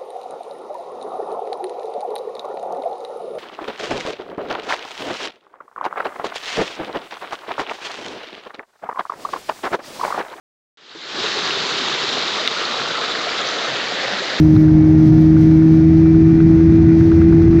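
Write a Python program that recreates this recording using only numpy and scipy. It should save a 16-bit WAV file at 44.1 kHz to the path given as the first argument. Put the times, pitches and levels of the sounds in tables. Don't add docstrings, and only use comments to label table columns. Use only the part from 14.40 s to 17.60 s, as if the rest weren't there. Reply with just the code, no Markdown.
import sys
import numpy as np
from scipy import signal
from scipy.fft import rfft, irfft
from scipy.io import wavfile
from scipy.ndimage import uniform_filter1d, minimum_filter1d

SR = 44100
rng = np.random.default_rng(int(sys.argv[2]) if len(sys.argv) > 2 else 0)


def gain_from_decibels(decibels):
    exponent = np.asarray(decibels, float) / 20
    return 10 ** exponent


def log_audio(samples):
    frames = np.atleast_2d(samples).T
    limited = np.clip(frames, -1, 1)
    pcm = np.round(limited * 32767).astype(np.int16)
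    wavfile.write(sys.argv[1], SR, pcm)


N = 141120

# order, peak level/dB, share of the drone change, waver/dB
HUM = [
    (1, -22.5, -1.8, 4.5),
    (2, -10, 1.8, 0.66),
    (3, -28, 1.3, 2.5),
    (4, -7.5, 0.01, -0.35),
    (5, -32.5, -0.76, 0),
]
# t/s, drone change/dB, gust change/dB
TURN = [
    (0, 1.5, -1.5),
    (.35, -1, -0.5),
    (.9, .5, -0.5),
    (1.5, 0, -2.5),
    (1.75, -0.5, 1.5),
    (2.25, -1, -1),
    (2.5, -2, 2.5),
    (2.75, -3, -0.5),
    (3.2, -1.5, 2.5),
]
# t/s, exhaust change/dB, cowl change/dB
RASP = [
    (0, 2.5, -0.3),
    (.5, 2.5, -.5),
    (1, 1, -1),
    (1.7, -2, -.5),
    (2.2, 0.1, 0.2),
    (2.5, -0.5, 1.4),
    (2.7, 0.3, -0.5),
    (3.2, 0.3, 2),
]


def evened(x):
    return x / np.sqrt(np.mean(x ** 2) + 1e-20)


def curve(table, column):
    rows = np.array(table)
    return np.interp(np.arange(N) / SR, rows[:, 0], rows[:, column])


def wander(top_hz, count):
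    size = N // 64 + 2
    z = rfft(rng.standard_normal((count, size)), axis=1)
    hz = np.fft.rfftfreq(size, 64 / SR)
    slow = irfft(z / (1 + (hz / top_hz) ** 2) * (hz > 0), size, axis=1)
    return np.array([evened(np.interp(np.arange(N) / 64, np.arange(size := len(s)), s)) for s in slow])


def noise(shape, patchy_db, size):
    frames, hz = N // (size // 4) + 5, np.fft.rfftfreq(size, 1 / SR)
    a, b, patches = rng.standard_normal((frames, len(hz), 3)).T
    patches = uniform_filter1d(patches, size=8, axis=0)
    patches = evened(uniform_filter1d(patches, size=8, axis=1))
    f, level = np.transpose(shape)
    colour = np.interp(np.log(hz + 1), np.log(f + 1), level, left=-100, right=-100)
    z = (a + 1j * b) * gain_from_decibels(colour[:, None] + patchy_db * patches)
    return evened(signal.istft(z, nperseg=size, noverlap=size * 3 // 4)[1][:N])


def band(lo_hz, hi_hz, count):
    sos = signal.butter(4, [lo_hz, hi_hz], "bandpass", fs=SR, output="sos")
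    return evened(signal.sosfilt(sos, rng.standard_normal((count, 2000))))


def crank():
    # t/s, f/Hz (crank turns per second)
    speed = [(0, 77.6), (.35, 77.93), (.6, 78.3), (.9, 79.1), (1.2, 79.66), (1.5, 80.36), (1.75, 80.72),
             (2.0, 80.97), (2.5, 81.63), (2.95, 82.45), (3.2, 82.7)]
    start_angle, wobble_hz = 1.086, .15
    turns_per_s = curve(speed, column=1) + wobble_hz * wander(14, count=1)[0]
    return start_angle + 2 * np.pi * np.cumsum(turns_per_s) / SR


def hum(angle):
    pulse_lag = -2.8
    drone, waver = curve(TURN, column=1), wander(12, count=len(HUM))
    out = np.zeros(N)
    for (order, db, share, waver_db), w in zip(HUM, waver):
        out += gain_from_decibels(db + share * drone + waver_db * w) * np.cos(order * angle + pulse_lag)
    return out


def whine(angle):
    # order, level/dB
    orders = [(1, -10), (2, -3), (3, -18), (4, 0), (5, -23), (6, -35.5), (7, -36), (8, -36.5), (9, -33),
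              (10, -38.5), (11, -41.5), (12, -42.5), (13, -49), (14, -46), (15, -46.5), (16, -42),
              (17, -48.5), (18, -38), (19, -47), (20, -41.5), (21, -53.5), (22, -40), (23, -44.5),
              (24, -43), (25, -43), (26, -55.5), (27, -49), (28, -49.5), (29, -40.5), (30, -48.5)]
    whine_db, waver_db, slip = -11, 3, .5
    upper = orders[len(HUM):]
    fade, drift = wander(8, count=2 * len(upper)).reshape(len(upper), 2, N).swapaxes(0, 1)
    start = rng.uniform(0, 2 * np.pi, len(upper))
    out = np.zeros(N)
    for i, (order, db) in enumerate(upper):
        rough = curve(RASP, column=2 if order > 13 else 1)
        level = whine_db + db + 1.1 * rough + waver_db * fade[i]
        out += gain_from_decibels(level) * np.cos(order * angle + start[i] + slip * drift[i])
    return out


def exhaust(angle):
    # f/Hz, level/dB per Hz
    jet = [(380, -32), (450, 3), (520, -3.5), (720, 0.5), (900, -8.5), (1050, -15.5), (1400, -31)]
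    # f/Hz, level/dB per Hz
    clatter = [(700, -15), (1000, 1), (1450, -1.5), (1700, -1), (2050, 0.5), (2400, -6), (2700, -6),
               (2950, -23.5)]
    exhaust_db, exhaust_depth = -41, 0.49
    cowl_db, cowl_depth = -43, 0.12
    flutter = wander(25, count=2)
    low = (1 + exhaust_depth * np.cos(2 * angle)) * noise(jet, patchy_db=0.5, size=1024)
    high = (1 + cowl_depth * np.cos(2 * angle - 1.5)) * noise(clatter, patchy_db=0.1, size=512)
    low_level = exhaust_db + curve(RASP, column=1) + 0.28 * flutter[0]
    high_level = cowl_db + curve(RASP, column=2) + 0.3 * flutter[1]
    return gain_from_decibels(low_level) * low + gain_from_decibels(high_level) * high


def wind():
    # f/Hz, level/dB per Hz
    buffet = [(20, -22.5), (45, -7.5), (75, 1.5), (125, 2.5), (230, -4.5), (400, -11.5), (440, -26.5),
              (600, -46)]
    wind_db = -16
    slow, quick = wander(6.4, count=1)[0], wander(25, count=1)[0]
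    level = wind_db + curve(TURN, column=2) + .7 * slow + 1.4 * quick
    return gain_from_decibels(level) * noise(buffet, patchy_db=1.0, size=2048)


def knocks():
    # t/s, peak level/dB, top pitch f/Hz, spit level/dB
    impacts = [(.0566, -31, 1700, -20), (.1625, -23.5, 1700, -10), (.2785, -27.5, 1800, -22),
               (.7805, -33, 1750, -22), (.9654, -26.5, 1800, -21), (1.1115, -27, 1900, -21),
               (1.2186, -32, 1750, -20), (1.3391, -34, 1750, -18), (1.6572, -29, 1750, -22),
               (1.7436, -26, 1700, -26), (2.0015, -25.5, 1850, -18), (2.2044, -32, 1740, -16),
               (2.5173, -31, 1800, -22), (2.6075, -27, 1900, -22), (2.7158, -24, 1800, -21),
               (2.8145, -23.5, 1800, -23), (2.9238, -24, 1800, -20), (3.018, -31, 1750, -21),
               (3.1294, -35, 1750, -25)]
    knock_db, soft_s = -2.2, .0012
    glide, glide_s, rise_s, plop_t60_s = .51, .003, .002, .023
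    tick_db, tick_hz, tick_t60_s = -1.5, 2340, 0.0051
    slap_db, slap_t60_s, spit_t60_s = -10, 0.061, .04
    t, out = np.arange(2000) / SR, np.zeros(N + 2000)
    soft = np.sin(np.pi / 2 * np.minimum(t / soft_s, 1)) ** 2
    slaps, spits = band(750, 2300, count=len(impacts)), band(3500, 4250, count=len(impacts))
    for (s, db, top_hz, spit_db), slap, spit in zip(impacts, slaps, spits):
        hz = .95 * top_hz * (1 - glide * np.exp(-t / glide_s))
        swell = (1 - np.exp(-t / rise_s)) * gain_from_decibels(-60 * t / plop_t60_s)
        plop = swell * np.sin(2 * np.pi * np.cumsum(hz) / SR)
        tick = gain_from_decibels(tick_db - 60 * t / tick_t60_s) * np.sin(2 * np.pi * tick_hz * t)
        wet = gain_from_decibels(slap_db - 60 * t / slap_t60_s) * slap
        wet += gain_from_decibels(spit_db - 60 * t / spit_t60_s) * spit
        knock = soft * (plop / abs(plop).max() + tick + wet)
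        out[round(s * SR):][:len(t)] += gain_from_decibels(db + knock_db) * knock
    return out[:N]


def water():
    # f/Hz, level/dB per Hz
    hull_flow = [(2000, -14), (2700, -2.5), (3100, -1), (3700, 0), (6200, -3.5), (7000, -16.5),
                 (9000, -27.5)]
    # f/Hz, level/dB per Hz
    droplets = [(6600, -24.5), (7200, -4.5), (10300, -8), (10650, -22), (11250, -20), (12300, 1.5),
                (14200, -3), (15400, -11)]
    # t/s, spray level/dB
    splashes = [(.03, -59.5), (.4, -68), (.6, -66.5), (.68, -61), (.75, -65), (.83, -61.5), (.92, -67.5),
                (1.01, -61), (1.23, -68), (1.34, -62), (1.45, -68.5), (1.55, -65.5), (1.75, -69.5),
                (2.2, -67), (2.5, -68), (2.64, -61.5), (2.88, -68), (2.97, -66)]
    rush_db, rush_follow = -49, 0.48
    splash, flicker = curve(splashes, column=1), wander(44, count=1)[0]
    rush_level = rush_db + rush_follow * (splash - splash.mean()) + 0.55 * flicker
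    rush = gain_from_decibels(rush_level) * noise(hull_flow, patchy_db=0.0, size=512)
    return rush + gain_from_decibels(splash - 0.5 + 1.7 * flicker) * noise(droplets, patchy_db=1.6, size=512)


def scene():
    angle = crank()
    motor = hum(angle) + whine(angle) + exhaust(angle)
    return (motor + wind() + knocks() + water())[None]


def low_pass(x):
    return signal.sosfilt(signal.butter(12, 15290, fs=SR, output="sos"), x)


def record(dry):
    peak = -minimum_filter1d(-abs(dry), size=301, axis=1)
    peak = uniform_filter1d(peak, size=301, axis=1)
    held = dry * np.minimum(1, 0.82 / peak) ** 0.86
    mix = held - held.mean() + .0017
    return low_pass(mix)


dry = scene()
out = record(dry)
log_audio(out)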